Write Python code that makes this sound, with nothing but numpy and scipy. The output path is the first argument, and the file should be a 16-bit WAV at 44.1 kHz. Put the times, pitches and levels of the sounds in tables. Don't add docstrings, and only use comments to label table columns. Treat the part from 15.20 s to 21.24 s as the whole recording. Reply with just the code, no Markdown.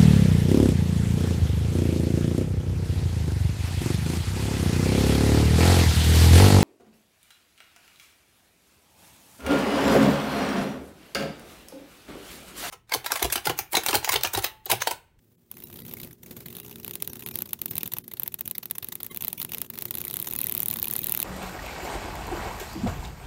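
import sys
import numpy as np
from scipy import signal
from scipy.fft import rfft, irfft, dct
from scipy.io import wavfile
from scipy.ndimage import uniform_filter1d

SR = 44100
rng = np.random.default_rng(int(sys.argv[2]) if len(sys.argv) > 2 else 0)


def generate_wav(sig):
    pcm = np.round(np.clip(np.atleast_2d(sig).T, -1, 1) * 32767).astype(np.int16)
    wavfile.write(sys.argv[1], SR, pcm)


def amplitude_ratio(level_db):
    exponent = np.asarray(level_db, float) / 20
    return 10 ** exponent


N = 266364
BURST_S, LEAD_S = 0.035, 0.01

# centre in Hz, width in Hz, level in dB.
MEMBRANE_MODES = [(11120, 2940, -5), (11750, 1530, 0), (13600, 1920, -2), (15340, 1110, -3.5),
                  (15650, 400, -6.5)]
# centre in Hz, width in Hz, level in dB.
BODY_MODES = [(879, 374, 0), (2087, 316, 1.5), (2550, 496, 2), (3790, 890, 3), (5360, 1060, -2),
              (6620, 2120, -2.5)]


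def beats():
    # first slap in seconds, last slap in seconds, beats, slap in dB, drag in dB.
    even_runs = [(0.353, .382, 2, -38, -37), (0.4844, 0.514, 2, -44, -39.5),
                 (0.542, 0.7264, 7, -34.5, -34.5), (0.816, .848, 2, -31.5, -31.5),
                 (1.045, 1.074, 2, -59, -38), (1.368, 1.4007, 2, -28, -34.5), (1.432, 1.528, 4, -37, -35.5),
                 (1.647, 1.7106, 3, -24.5, -37), (2.007, 2.036, 2, -34, -34.5),
                 (2.1568, 2.2212, 3, -18, -33), (2.275, 2.3085, 2, -39, -34.5),
                 (2.4169, 2.459, 2, -15.5, -39), (4.753, 4.8155, 3, -18.5, -28),
                 (4.8514, 4.9108, 3, -19.5, -30.5), (4.941, 4.969, 2, -17.5, -30.5),
                 (5.0, 5.0262, 2, -16.5, -29.5), (5.1357, 5.2422, 5, -15.5, -28),
                 (5.2693, 5.4315, 7, -14, -29), (5.4595, 5.4843, 2, -14, -43),
                 (5.5119, 5.5395, 2, -16, -25), (5.57, 5.5983, 2, -17.5, -25.5),
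                 (5.6827, 5.7115, 2, -16.5, -27.5), (5.737, 5.8175, 4, -13, -26),
                 (5.843, 5.9753, 6, -13.5, -28.5)]
    # slap in seconds, slap in dB, drag ahead of it in ms, drag in dB.
    single_beats = [(.315, -25, 11, -58), (0.403, -36, 15, -43), (0.4392, -20.5, 15, -38),
                    (0.738, -22.5, 6, -60), (0.874, -38, 8.3, -53), (.786, -39, 15, -33.5),
                    (0.93, -38, 19, -40), (1.123, -53, 12, -32.5), (1.19, -47, 22, -32),
                    (1.218, -54.5, 12, -34.5), (1.2845, -31, 23.4, -29), (1.328, -34, 23.3, -35),
                    (1.5585, -29.5, 6.3, -61), (1.6, -35, 15, -42), (1.7552, -20, 18, -29.5),
                    (1.8237, -14, 21, -37.5), (1.876, -19.5, 28, -33), (1.9332, -25, 33, -26.5),
                    (1.9692, -37, 12.6, -31.5), (2.0628, -19, 4.8, -59), (2.088, -24.5, 14, -29.5),
                    (2.129, -43, 15.7, -26), (2.3325, -13.5, 7.6, -56), (2.511, -13, 28, -33.5),
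                    (2.5553, -19.5, 21, -33.5), (2.581, -12.5, 13, -27.5), (2.6326, -14, 23, -28.5),
                    (2.6765, -22.5, 16.4, -24), (2.737, -16, 16, -26.5), (2.785, -18, 16, -28.5),
                    (2.8802, -26.5, 38, -39), (2.9374, -22.5, 21, -32), (2.998, -14, 26, -35.5),
                   (3.0339, -16.5, 13, -35), (3.0777, -15.5, 15.3, -31), (3.1426, -17.5, 20, -37),
                   (3.2095, -16, 18.3, -30), (3.382, -17, 29, -27.5), (3.4571, -20.5, 25.4, -28),
                   (3.511, -14.5, 9.9, -38), (3.5834, -18, 29, -29.5), (3.6455, -19.5, 17, -26.5),
                   (3.687, -22.5, 16, -41), (3.7549, -20.5, 30.5, -24), (3.832, -19.5, 27, -29),
                   (3.865, -22.5, 17.6, -31.5), (3.947, -25, 33, -22), (3.9729, -19, 10.3, -28.5),
                   (4.0231, -19.5, 13.5, -25.5), (4.0478, -15.5, 8.8, -31), (4.082, -14, 10, -30.5),
                   (4.13, -18, 27, -36), (4.2006, -13.5, 20, -26), (4.2284, -20.5, 11.2, -20.5),
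                   (4.249, -20.5, 7.3, -59), (4.3198, -22, 26, -32), (3.2779, -17.5, 20, -26.5),
                   (3.312, -17, 12, -41),
                    (4.3471, -19.5, 11.2, -24), (4.3833, -22, 10.4, -33), (4.417, -15, 12, -38),
                 (4.588, -20.5, 10.5, -30.5), (4.6224, -19, 11.4, -31.5), (4.6548, -18.5, 13, -52),
                 (4.464, -38.5, 16, -37), (4.5016, -22, 11, -57), (4.5556, -31, 17, -32),
                 (4.7095, -16, 26, -35), (5.0603, -29, 14.3, -27.5), (5.0861, -22, 13.1, -21.5),
                 (5.111, -19, 9.4, -34), (5.6284, -12.5, 9, -30), (5.6558, -19, 12.5, -21.5),
                 (6.0016, -13.5, 9, -26), (6.0283, -14, 9.9, -26)]
    regrip_s = 2.82
    recover_s, ahead_share = 0.0175, 0.35
    wobble_s, wobble_db = 0.0004, 1.34

    rows = []
    for first, last, count, slap_db, drag_db in even_runs:
        times = np.linspace(first, last, round(count))
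        period = times[1] - times[0]
        ahead = period - recover_s if first < regrip_s else ahead_share * period
        luck = rng.standard_normal((len(times), 3))
        luck[[0, -1], 0] = 0
        for at, (late, slap_luck, drag_luck) in zip(times, luck):
            rows.append((at + wobble_s * late, slap_db + wobble_db * slap_luck,
                         ahead, drag_db + wobble_db * drag_luck))
    for at, slap_db, ahead_ms, drag_db in single_beats:
        rows.append((at, slap_db, ahead_ms / 1000, drag_db))
    return np.transpose(rows)


def strokes():
    # time in seconds, level in dB.
    finger_press = [
        (0, -2.5),
        (1.5, 4.5),
        (2.4, 1.5),
        (3.0, -2.5),
        (4.0, -0.5),
        (4.45, 4.5),
        (4.95, -1),
        (5.9, -2.5),
        (6.04, 5),
    ]
    snap_db, snap_range_db = -30, 2.5
    brush_ms, drag_spread, longest_ms = 1.37, 0.16, 2.8

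    s, slap_db, ahead, drag_db = beats()
    hard = 1 / (1.5 + np.exp((snap_db - slap_db) / snap_range_db))
    luck = 1.21 * rng.standard_normal((len(s), 2))
    body_db = -13 - 0.14 * (slap_db + 21) + np.interp(s, *np.transpose(finger_press)) + luck[:, 0]
    crack = s, slap_db + 10 * np.log10(hard), body_db
    brush = s, slap_db + 20 * np.log10(1 - hard + 1e-4), body_db, np.full(len(s), brush_ms)
    drag_ms = np.minimum(drag_spread * ahead * 1000, longest_ms)
    drag = s - ahead, drag_db, -5 + luck[:, 1], drag_ms
    return crack, np.concatenate([brush, drag], axis=1)


def slaps(s, membrane_db, body_db):
    t = np.tile(np.arange(round(BURST_S * SR)) / SR - LEAD_S + 0.0002, (len(s), 1))
    crack = 3.2 * (np.abs(t) < 0.5 / SR)
    creak = amplitude_ratio(-45) * np.exp(np.minimum(t, 0) / 0.0001) * (t < 0)
    rattle = (t > 0) * amplitude_ratio(-21.0 - 60 * t / 0.01)
    rise = np.exp(np.minimum(t, 0) / 0.0004)
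    knock = rise * amplitude_ratio(-14.5 - 60 * np.maximum(t, 0) / 0.026)
    push = -np.sin(2 * np.pi * 280 * t) * np.exp(-((t - 0.0015) / 0.0017) ** 2)

    membrane = thin(bursts(MEMBRANE_MODES, creak + rattle, grain_db=6.5, colour_db=5.5, crack=crack))
    body = bursts(BODY_MODES, knock, grain_db=2.0, colour_db=0.5, crack=crack)
    return (place(membrane, s, membrane_db)
            + place(body, s, membrane_db + body_db)
            + place(push, s, 0.64 * membrane_db - 39.5))


def rustles(s, membrane_db, body_db, spread_ms):
    t = np.arange(round(BURST_S * SR)) / SR - LEAD_S + 0.00032
    spread = np.clip(spread_ms, 0.3, 4)[:, None] / 1000
    swell = np.where(t < 0, np.exp(-(t / (1.01 * spread)) ** 2), np.exp(-t / (1.57 * spread)))
    flick = 3.8 * np.exp(-(spread / 0.0016) ** 4) * (np.abs(t) < 0.5 / SR)

    membrane = thin(bursts(MEMBRANE_MODES, swell, grain_db=9.0, colour_db=-0.5, crack=flick))
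    body = bursts(BODY_MODES, swell, grain_db=1.0, colour_db=3.74, crack=flick)
    return place(membrane, s, membrane_db) + place(body, s, membrane_db + body_db)


def bursts(modes, shape, grain_db, colour_db, crack=0):
    crackle = rng.standard_normal(shape.shape) * amplitude_ratio(grain_db * rng.standard_normal(shape.shape))
    strength = colour_db * rng.standard_normal((len(shape), len(modes)))
    blow = crack + shape * crackle
    rung = 0
    for k, (hz, width_hz, db) in enumerate(modes):
        rung = rung + (-1) ** k * amplitude_ratio(db + strength[:, [k]]) * resonate(blow, hz, width_hz)
    return rung / np.sqrt(np.sum(rung ** 2, axis=1, keepdims=True) * 1000 / SR)


def resonate(x, hz, width_hz):
    r = np.exp(-np.pi * width_hz / SR)
    feedback = [1, -2 * r * np.cos(2 * np.pi * hz / SR), r * r]
    return signal.lfilter([(1 - r * r) / 2, 0, (r * r - 1) / 2], feedback, x)


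def thin(rows):
    return signal.sosfilt(signal.butter(4, 9200, "high", fs=SR, output="sos"), rows)


def place(rows, at_s, db):
    out = np.zeros(N + rows.shape[1])
    at = np.round((at_s - LEAD_S) * SR).astype(int)[:, None] + np.arange(rows.shape[1])
    np.add.at(out, at, rows * amplitude_ratio(db)[:, None])
    return out[:N]


def air(puff_db, hiss_db, beat):
    # frequency in Hz, density in dB per Hz.
    puff_spectrum = [(15, -59), (25, -101), (59, -4), (124, 3.5), (201, -2), (237, 2.5), (286, -6),
                     (355, -5), (520, -15.5), (680, -22), (1140, -120)]
    # frequency in Hz, density in dB per Hz.
    hiss_spectrum = [(260, -16), (450, -7.5), (1120, -17.5), (4680, -20), (9580, -20), (10300, -17),
                     (11600, -18.5), (13900, -12.5), (15900, -11)]
    puffs = coloured(puff_spectrum) * amplitude_ratio(0.88 * drift(21) + 0.26 * bustle(beat, hold_s=0.0016))
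    hiss = coloured(hiss_spectrum) * amplitude_ratio(2.2 * drift(41) + 0.36 * bustle(beat, hold_s=0.005))
    return amplitude_ratio(puff_db + 1.0) * rms_one(puffs) + amplitude_ratio(hiss_db - 4.5) * rms_one(hiss)


def bustle(beat, hold_s):
    r = np.exp(-1 / (hold_s * SR))
    level_db = 10 * np.log10(signal.lfilter([1 - r], [1, -r], beat ** 2) + 1e-7)
    return level_db - uniform_filter1d(level_db, SR // 3)


def hum(hum_db, whine_db):
    # frequency in Hz, level in dB.
    motor_lines = [(173, -1.5), (231, -4), (357, -0.5)]
    motors = sum(amplitude_ratio(db) * waver(hz) for hz, db in motor_lines)
    return amplitude_ratio(hum_db + 3.0) * motors + amplitude_ratio(whine_db + 1.5) * waver(408.6)


def waver(hz):
    strength = amplitude_ratio(1.75 * drift(7.7))
    return strength * np.sin(2 * np.pi * np.cumsum(hz + 1.566 * drift(3.02)) / SR)


def coloured(spectrum):
    hz, db = np.transpose(spectrum)
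    bin_hz = np.maximum(np.arange(N // 2 + 1) * SR / N, 1)
    gain = amplitude_ratio(np.interp(np.log(bin_hz), np.log(hz), db))
    return rms_one(irfft(rfft(rng.standard_normal(N)) * gain, N))


def drift(rate_hz):
    r = np.exp(-2 * np.pi * rate_hz / SR)
    wander = signal.lfilter([1], [1, -2 * r, r * r], rng.standard_normal(N + SR))
    return rms_one(wander[SR:])


def rms_one(x):
    return x / np.sqrt(np.mean(x ** 2) + 1e-20)


def scene():
    # time in seconds, level in dB.
    draught = [(0, -66.5), (.3, -62.5), (.34, -56), (.54, -48), (.86, -47.5), (.97, -60), (1.11, -48),
               (1.6, -50.5), (2.17, -47), (2.39, -54), (2.52, -47), (2.84, -54), (3.4, -55), (4.38, -49),
               (4.49, -55), (4.56, -49), (5.3, -46), (6.04, -46)]
    t = np.arange(N) / SR
    puff_db = np.interp(t, *np.transpose(draught))
    swing_db = puff_db + 50
    hiss_db = -47 + 0.96 * swing_db + 0.64 * t
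    gate_db = 1.05 * swing_db
    hum_db = -59.5 + gate_db
    whine_db = -65 + gate_db + 9.5 * np.exp(-((t - 1.57) / 0.57) ** 2)

    cracks, sweeps = strokes()
    hard = slaps(*cracks)
    soft = rustles(*sweeps)
    soft = soft + air(puff_db, hiss_db, hard + soft) + hum(hum_db, whine_db)
    below_top = signal.cheby2(12, 40, 16300, fs=SR, output="sos")
    return (hard + signal.sosfilt(below_top, soft))[None]


def starve(x, size, count, lift_db):
    lapses = [0.167, 0.349, 0.444, .632, 1.421, 1.909, 2.051, 2.125, 2.505, 2.831, 3.913, 4.194, 5.175,
              5.814]
    out = x.copy()
    fade = np.sqrt(signal.windows.tukey(size, 0.95))
    for s in lapses:
        middle = round(s * SR)
        part = slice(middle - size // 2, middle + size // 2)
        lines = dct(x[part] * fade, type=4, norm="ortho")
        bands = np.abs(lines).reshape(count, -1)
        heard = rng.random((count, 1)) < 0.4
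        strong = heard * (bands >= 0.85 * bands.max(axis=1, keepdims=True))
        gain = np.where(strong, amplitude_ratio(lift_db), amplitude_ratio(-15)).ravel()
        gain[:size // 40] = 1
        out[part] = x[part] * (1 - fade ** 2) + fade * dct(lines * gain, type=4, norm="ortho")
    return out


def band_limit(x):
    return signal.sosfilt(signal.butter(12, 16980, fs=SR, output="sos"), x)


def record(dry):
    lapsed = starve(dry[0], size=1800, count=24, lift_db=3)[None]
    mix = signal.sosfilt(signal.cheby2(14, 50, 16950, fs=SR, output="sos"), lapsed)
    return band_limit(mix)


dry = scene()
out = record(dry)
generate_wav(out)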